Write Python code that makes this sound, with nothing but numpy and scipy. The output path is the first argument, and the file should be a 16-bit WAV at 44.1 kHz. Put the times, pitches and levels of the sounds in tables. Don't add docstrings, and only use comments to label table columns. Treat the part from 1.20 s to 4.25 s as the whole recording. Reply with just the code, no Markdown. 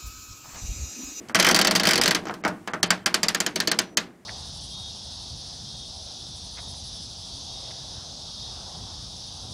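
import sys
import numpy as np
from scipy import signal
from scipy.fft import rfft, irfft, next_fast_len
from scipy.io import wavfile
from scipy.ndimage import uniform_filter1d, map_coordinates

SR = 44100
rng = np.random.default_rng(int(sys.argv[2]) if len(sys.argv) > 2 else 0)


def generate_wav(sig):
    pcm = np.round(np.clip(np.atleast_2d(sig).T, -1, 1) * 32767).astype(np.int16)
    wavfile.write(sys.argv[1], SR, pcm)


def nominal_scale(level):
    x = np.asarray(level, float) / 20
    return 10 ** x


N = 134505
LENGTH = 16384
BIN_HZ = np.fft.rfftfreq(LENGTH, 1 / SR)
MODE_DETUNE, PANEL_DETUNE = .012, .005

# f/Hz, width/Hz, level/dB
PANEL = [(178.7, 13.8, 4), (222.3, 20.4, 1), (292.7, 26, -0.5), (330.3, 33, -1), (375.3, 33, -3),
         (481, 28, -5), (590, 31, -8), (632, 27, -1.5), (680, 55, -8.5), (796, 18, -10)]


def ratchet():
    # t/s, snap level/dB, pawl f/Hz, dial level/dB, panel level/dB
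    loose_run = [(.1465, -8, 4800, -11, -22.5), (.1535, -9, 4500, -20.5, -31),
                 (.1605, -18, 4800, -19.5, -34), (.1885, -17.5, 4800, -18.5, -23),
                 (.1975, -4, 4250, -12, -27.5), (.2045, -15, 4500, -38, -29.5),
                 (.2243, -9.5, 5000, -18, -27), (.2455, -7, 4630, -10.5, -34),
                 (.2655, -7.5, 4270, -16, -23), (.2735, -23.5, 4500, -10.5, -37.5),
                 (.2868, -7, 4430, -22.5, -28), (.2945, -24, 4370, -12, -24),
                 (.3105, -7.5, 4660, -18, -19.5)]
    steady_run = [(0.3451, -4.5, 4650, -15.5, -25), (0.3617, -7, 4620, -16, -26.5),
                  (0.389, -6.5, 4760, -15.5, -21.5), (0.4127, -6, 4660, -17, -25.5),
                  (0.4468, -8, 4760, -15.5, -21.5), (0.4706, -6, 4520, -16.5, -24),
                  (0.5097, -8.5, 4540, -17, -23), (0.5513, -9.5, 4990, -15.5, -24.5),
                  (0.5586, -6, 4640, -21.5, -32.5), (0.597, -9.5, 4670, -18.5, -23.5),
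                  (0.633, -11.5, 4320, -19.5, -23.5), (0.6526, -11, 4620, -14.5, -35),
                  (0.6702, -6, 4840, -17.5, -21), (0.6882, -8, 4780, -14, -32.5),
                  (0.7088, -8, 4840, -13, -32), (0.7331, -8, 4710, -15.5, -28),
                  (0.7558, -9.5, 4700, -17.5, -27.5), (0.7771, -10, 4240, -20.5, -21),
                  (0.813, -7, 5060, -15.5, -34), (0.835, -8.5, 5000, -19, -28),
                  (0.8575, -8.5, 4220, -16.5, -26), (0.8775, -6.5, 4420, -17.5, -25),
                  (0.9084, -8.5, 4540, -15.5, -29), (0.9472, -9.5, 4500, -17, -27)]
    # t/s, snap level/dB, pawl f/Hz, dial f/Hz, wheel f/Hz
    teeth = [(1.6291, -3.5, 4350, 1860, 8210), (1.7047, -2.5, 4700, 1590, 7250),
             (1.8598, -4.5, 4720, 1670, 6390), (1.942, -3, 4600, 1590, 7140),
             (2.0311, -5, 4780, 1910, 7330), (2.0833, -4.5, 4790, 2050, 7200),
             (2.1463, -8, 4700, 1840, 6640), (2.2024, -6.5, 4700, 1590, 7140),
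             (2.2629, -8.5, 4320, 1650, 6840), (2.3577, -9.5, 4500, 2260, 6000),
             (2.4015, -6.5, 4420, 1795, 6800), (2.4734, -5.5, 4430, 1770, 6400),
             (2.5148, -6.5, 4300, 1590, 6360), (2.588, -4, 5030, 1590, 7340), (2.771, -3, 4550, 1950, 6390)]
    # dial level/dB, panel level/dB, pawl level/dB, wheel level/dB
    tooth_mix = [(-14.5, -22.5, 29, 24), (-8.5, -23.5, 8, -4.5), (-12.5, -25.5, 3, -4.5), (-14, -24, 9, 1),
                 (-17, -25, 9, -4.5), (-17.5, -29.5, 12, -16.5), (-16.5, -29, 5.5, -7), (-18, -27, -2, -2),
                 (-17.5, -29.5, -1, 1), (-23, -25.5, 20.5, 11), (-17.5, -31.5, 18, 5),
                 (-21.5, -26.5, 19.5, 3.5), (-16.5, -25, 11, 3.5), (-15, -27, 9.5, 2.5),
                 (-14, -26.5, -2.5, -3.5)]
    # f/Hz, width/Hz, level/dB
    dial_modes = [(1235, 237, -9.5), (1590, 55, 5.5), (1798, 32, -4), (1882, 73, 6.5), (2220, 890, 2.5)]
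    snap_trim_db, chatter_s = -12, .019

    out = np.zeros(N)
    for rows, run_chatter_s, pawl_db, tilt_db in ((loose_run, .035, 3, -2.5),
                                                  (steady_run, chatter_s, 14, -1.1)):
        s, snap_db, pawl_hz, dial_db, panel_db = np.transpose(rows)
        out += blows(s, snap_db + snap_trim_db, pawl_hz, dial_db, panel_db, dial_modes, run_chatter_s,
                     pawl_db, wheel_db=1.7, case_db=0.53, tilt_db=tilt_db)

    s, snap_db, pawl_hz, dial_hz, wheel_hz = np.transpose(teeth)
    dial_db, panel_db, pawl_db, wheel_db = np.transpose(tooth_mix)
    return out + blows(s, snap_db + snap_trim_db - 1.5, pawl_hz, dial_db, panel_db, dial_modes, chatter_s,
                       pawl_db[:, None] + 2.5, wheel_db[:, None], case_db=-2.0, tilt_db=1.7,
                       favoured_hz=(dial_hz[:, None], wheel_hz[:, None]))


def fingers():
    # t/s, tick level/dB, dial level/dB, panel level/dB
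    taps = [(0.0856, -26.5, -48, -42), (0.096, -29.5, -29, -38.5), (1.0539, -25, -33.5, -37),
            (1.0687, -22.5, -26, -36), (1.0838, -22.5, -36, -46), (1.096, -34, -21.5, -33.5),
            (1.1096, -30, -60, -59), (1.1394, -23, -34.5, -42), (1.2378, -22.5, -24.5, -33.5),
            (1.2495, -11.5, -14.5, -27), (1.2626, -40, -20.5, -26.5), (1.278, -14, -25, -30),
            (1.4748, -17.5, -22.5, -33.5), (1.535, -17, -19, -31.5)]
    # f/Hz, width/Hz, level/dB
    knob_modes = [(307, 37, 3), (865, 1100, 1), (1360, 1260, 1.5), (2200, 140, 0)]
    s, tick_db, dial_db, panel_db = np.transpose(taps)
    pawl_hz = np.full(len(s), 4500)
    return blows(s, tick_db - 21.5, pawl_hz, dial_db + .1, panel_db + 0.11, knob_modes, chatter_s=0.0059,
                 pawl_db=-35.0, wheel_db=-6.5, case_db=2.2, front_db=-12)


def blows(s, snap_db, pawl_hz, dial_db, panel_db, dial_modes, chatter_s, pawl_db, wheel_db, case_db,
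          tilt_db=0, favoured_hz=None, front_db=0):
    # f/Hz, width/Hz, level/dB
    wheel_modes = [(3076, 81, 7.5), (3395, 360, -7), (5260, 410, -1), (6300, 100, 8.5), (7050, 2000, -7.5),
                   (9020, 2520, -5), (11570, 1900, -16)]
    # f/Hz, width/Hz, level/dB
    front_modes = [(1364, 24, -2), (1613, 35, 7), (1770, 30, 1), (1890, 35, 3), (2310, 28, -9.5),
                   (2550, 16, -10), (3070, 13, -2.5), (3460, 17, 2.5), (4230, 33, 0), (4640, 30, -4),
                   (4800, 53, -2), (5760, 42, 7.5)]
    # f/Hz, level/dB
    crack = [(1470, -47.5), (2500, -12), (4730, -4), (5920, -8.5), (8200, -8), (12900, -36.5), (16000, -45)]
    count, f = len(s), BIN_HZ
    burst = contacts(count, chatter_s)

    def part(response, db):
        return nominal_scale(db)[:, None] * unit(irfft(burst * response, LENGTH))

    pawl = peak(f, np.clip(pawl_hz, 4350, 4950)[:, None], 190)
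    metal = nominal_scale(wheel_db) * body(wheel_modes, count) + nominal_scale(pawl_db) * pawl
    plastic = body(dial_modes, count)
    if favoured_hz:
        plastic = plastic + nominal_scale(12.4) * peak(f, favoured_hz[0], 107)
        metal = metal + nominal_scale(6.7) * peak(f, favoured_hz[1], 142)
    metal = metal + nominal_scale(-4.5 + along(crack, f))
    metal = metal * nominal_scale(tilt_db * np.log2(f / 4500 + .1)) / (1 + 1j * f / 11000) ** 2
    plastic = plastic / (1 + 1j * f / 3030) ** 2

    full = part(metal, snap_db)
    full += part(plastic, dial_db - 8)
    full += part(body(front_modes, count, PANEL_DETUNE), dial_db - 18 + front_db)
    full += part(body(PANEL, count, PANEL_DETUNE), panel_db - 4)
    full += part(peak(f, 46, 46) ** 2, snap_db - 39.5)
    full += surroundings(snap_db, dial_db, panel_db, case_db)

    lead = 128
    out = np.zeros(N + LENGTH)
    for start, row in zip(np.round(s * SR).astype(int), np.roll(full, lead, axis=1)):
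        out[start - lead:][:LENGTH] += row
    return out[:N]


def contacts(count, chatter_s):
    t = np.arange(2048) / SR
    rise_s, spiky_db = .0009, 4
    spikes = nominal_scale(spiky_db * rng.standard_normal((count, 2048))) * rng.standard_normal((count, 2048))
    envelope = nominal_scale(-60 * t / chatter_s) * (1 - np.exp(-t / rise_s))
    burst = evened(rfft(spikes * envelope, LENGTH))

    luck = rng.random((count, 2))
    bounce_db = -13.5 + 6 * luck[:, :1]
    bounce_s = .006 + .012 * luck[:, 1:]
    dull = 1 / (1 + 1j * BIN_HZ / 4950) ** 2
    return burst * (1 + nominal_scale(bounce_db) * dull * np.exp(-2j * np.pi * BIN_HZ * bounce_s))


def evened(burst):
    evenness = 0.66
    cepstrum = irfft(np.log(np.abs(burst) + 1e-3), LENGTH)
    fold = np.where(np.arange(LENGTH) < LENGTH // 2, 2., 0.)
    fold[0] = 1
    return burst * np.exp(-evenness * rfft(cepstrum * fold))


def surroundings(snap_db, dial_db, panel_db, case_db):
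    # f/Hz, t60/s
    case_t60 = [(150, 0.61), (400, 0.29), (1000, 0.16), (2800, 0.094), (7300, 0.051), (15000, 0.016)]
    # f/Hz, t60/s
    room_t60 = [(150, 0.35), (1000, 0.34), (4000, .22), (8000, 0.17), (13000, 0.15), (15500, 0.069)]
    # f/Hz, level/dB
    case_colour = [(60, -14.5), (140, -7.5), (400, -5), (1000, 0), (2500, 0.5), (4700, 3.5), (8000, -2),
                   (16000, -0.5)]
    # f/Hz, level/dB
    room_colour = [(3000, 0.8), (8000, -2.5), (14000, -13)]
    count, f = len(snap_db), BIN_HZ
    drive_db = np.array([along([(600, low), (1500, mid), (3500, high)], f)
                         for low, mid, high in zip(panel_db, dial_db, snap_db)])
    colour = nominal_scale(drive_db + case_db + along(case_colour, f))
    colour = colour * (1 + nominal_scale(9) * np.abs(body(PANEL, count, PANEL_DETUNE)))
    case = nominal_scale(1) * tail(case_t60, count)
    room = nominal_scale(-7.5 + along(room_colour, f)) * tail(room_t60, count)
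    return irfft(colour * (case + room), LENGTH)


def tail(t60s, count):
    rise_s, rattle_db = .0024, 4.5
    hz, t, z = signal.stft(rng.standard_normal((count, LENGTH - 2048)), SR, nperseg=128)
    rattle = uniform_filter1d(np.angle(z[:, ::-1, ::-1]), size=7, axis=1)
    decay_db = -60 * t / along(t60s, hz)[:, None]
    x = signal.istft(z * nominal_scale(rattle_db * rattle + decay_db), SR, nperseg=128)[1]
    swell = 1 - np.exp(-np.arange(x.shape[1]) / SR / rise_s)
    return rfft(unit(x * swell), LENGTH)


def body(modes, count, detune=MODE_DETUNE):
    scatter_db = 2
    luck = rng.standard_normal((count, len(modes), 2))
    response = 0
    for k, (hz, width_hz, db) in enumerate(modes):
        gain = (-1) ** k * nominal_scale(db + scatter_db * luck[:, k, :1])
        response = response + gain * peak(BIN_HZ, hz * (1 + detune * luck[:, k, 1:]), width_hz)
    return response


def peak(f, hz, width_hz):
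    return 1j * f * width_hz / (hz * hz - f * f + 1j * f * width_hz)


def unit(x):
    return x / np.sqrt(np.sum(x ** 2, axis=-1, keepdims=True) / (0.0088 * SR) + 1e-20)


def along(points, hz):
    f, v = np.transpose(points)
    return np.interp(np.log(hz + 1), np.log(f + 1), v)


def spring():
    release_s, ring_hz, ring_db, t60_s = 2.59, 5900, -50, 0.58
    t = np.maximum(np.arange(N) / SR - release_s, 0)
    return nominal_scale(ring_db - 60 * t / t60_s) * np.sin(2 * np.pi * ring_hz * t)


def mains():
    buzz_hz, buzz_db, off_s = 96.2, -60.5, 2.3
    t = np.arange(N) / SR
    wobble = map_coordinates(rng.standard_normal((2, 60)), [[[0] * N, [1] * N], [t * 15, t * 15]])
    buzz = np.sin(2 * np.pi * buzz_hz * t + 0.43 * wobble[1])
    return nominal_scale(buzz_db + 4.7 * wobble[0]) * buzz * np.clip((off_s - t) / .05, 0, 1)


def machine_hum():
    # f/Hz, density/dB
    spectrum = [(18, -57), (30, -29.5), (197, -7), (349, -5), (535, -20), (610, -15.5), (1500, -36.5),
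                (1950, -65.5), (3300, -120)]
    # t/s, level/dB
    level = [
        (0, -31.5),
        (.15, -43),
        (.9, -23),
        (1.401, -44),
        (2.5, -31.5),
        (2.898, -37.5),
        (3.05, -44),
    ]
    return steady(spectrum, level, trim_db=-12.0, wobble_db=0.5)


def hiss():
    # f/Hz, density/dB
    spectrum = [(600, -19.5), (1000, 1), (2000, 0), (4000, -11.5), (8000, -11), (15500, -21.5)]
    # t/s, level/dB
    level = [
        (0, -55.5),
        (1.4, -58),
        (3.05, -64.5),
    ]
    return steady(spectrum, level, trim_db=.1, wobble_db=.7)


def steady(spectrum, level, trim_db, wobble_db):
    m = next_fast_len(N)
    gain = nominal_scale(along(spectrum, np.fft.rfftfreq(m, 1 / SR)))
    x = irfft(rfft(rng.standard_normal(m)) * gain, m)[:N]
    wobble = map_coordinates(rng.standard_normal(40), [np.arange(N) * 10 / SR])
    level_db = np.interp(np.arange(N) / SR, *np.transpose(level))
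    return nominal_scale(level_db + trim_db + wobble_db * wobble) * x / x.std()


def scene():
    return (ratchet() + fingers() + spring() + mains() + machine_hum() + hiss())[None]


def starve(x):
    # f/Hz, depth/dB
    depth = [(1500, 55.5), (2500, 52.5), (6000, 40), (10000, 36), (16000, 41.5)]
    frame, lead = 8, 4
    attack_db, next_frame_db, ragged_db = 8, -46, 4
    hz, t, z = signal.stft(x, SR, nperseg=256)
    power = uniform_filter1d(uniform_filter1d(np.abs(z) ** 2, size=8, axis=0), size=2, axis=1)
    treble = power[hz > 1000].sum(0)
    attacks = treble * (treble > nominal_scale(2 * attack_db) * np.roll(treble, 3))

    padded = np.pad(attacks, (lead, -(len(t) + lead) % frame))
    near = np.repeat(padded.reshape(-1, frame).max(1), frame)[lead:][:len(t)]
    near = np.maximum(near, nominal_scale(next_frame_db) * np.roll(near, frame))

    ragged = np.kron(rng.standard_normal((17, len(t) // 2 + 1)), np.ones((8, 2)))[:len(hz), :len(t)]
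    threshold = near * nominal_scale(2 * ragged_db * ragged - 2 * along(depth, hz)[:, None])
    return signal.istft(z * (power > threshold), SR, nperseg=256)[1][:N]


def roll_off(x):
    return signal.sosfilt(signal.butter(12, 16800, fs=SR, output="sos"), x)


def record(dry):
    ceiling, top_hz, edge_hz = .8, 15750, 150
    x = dry[0] / (1 + np.abs(dry[0] / ceiling) ** 4) ** .25
    low_pass = (1 - np.tanh((np.fft.rfftfreq(N, 1 / SR) - top_hz) / edge_hz)) / 2
    x = irfft(rfft(x) * low_pass, N)
    return roll_off(starve(x)[None])


dry = scene()
out = record(dry)
generate_wav(out)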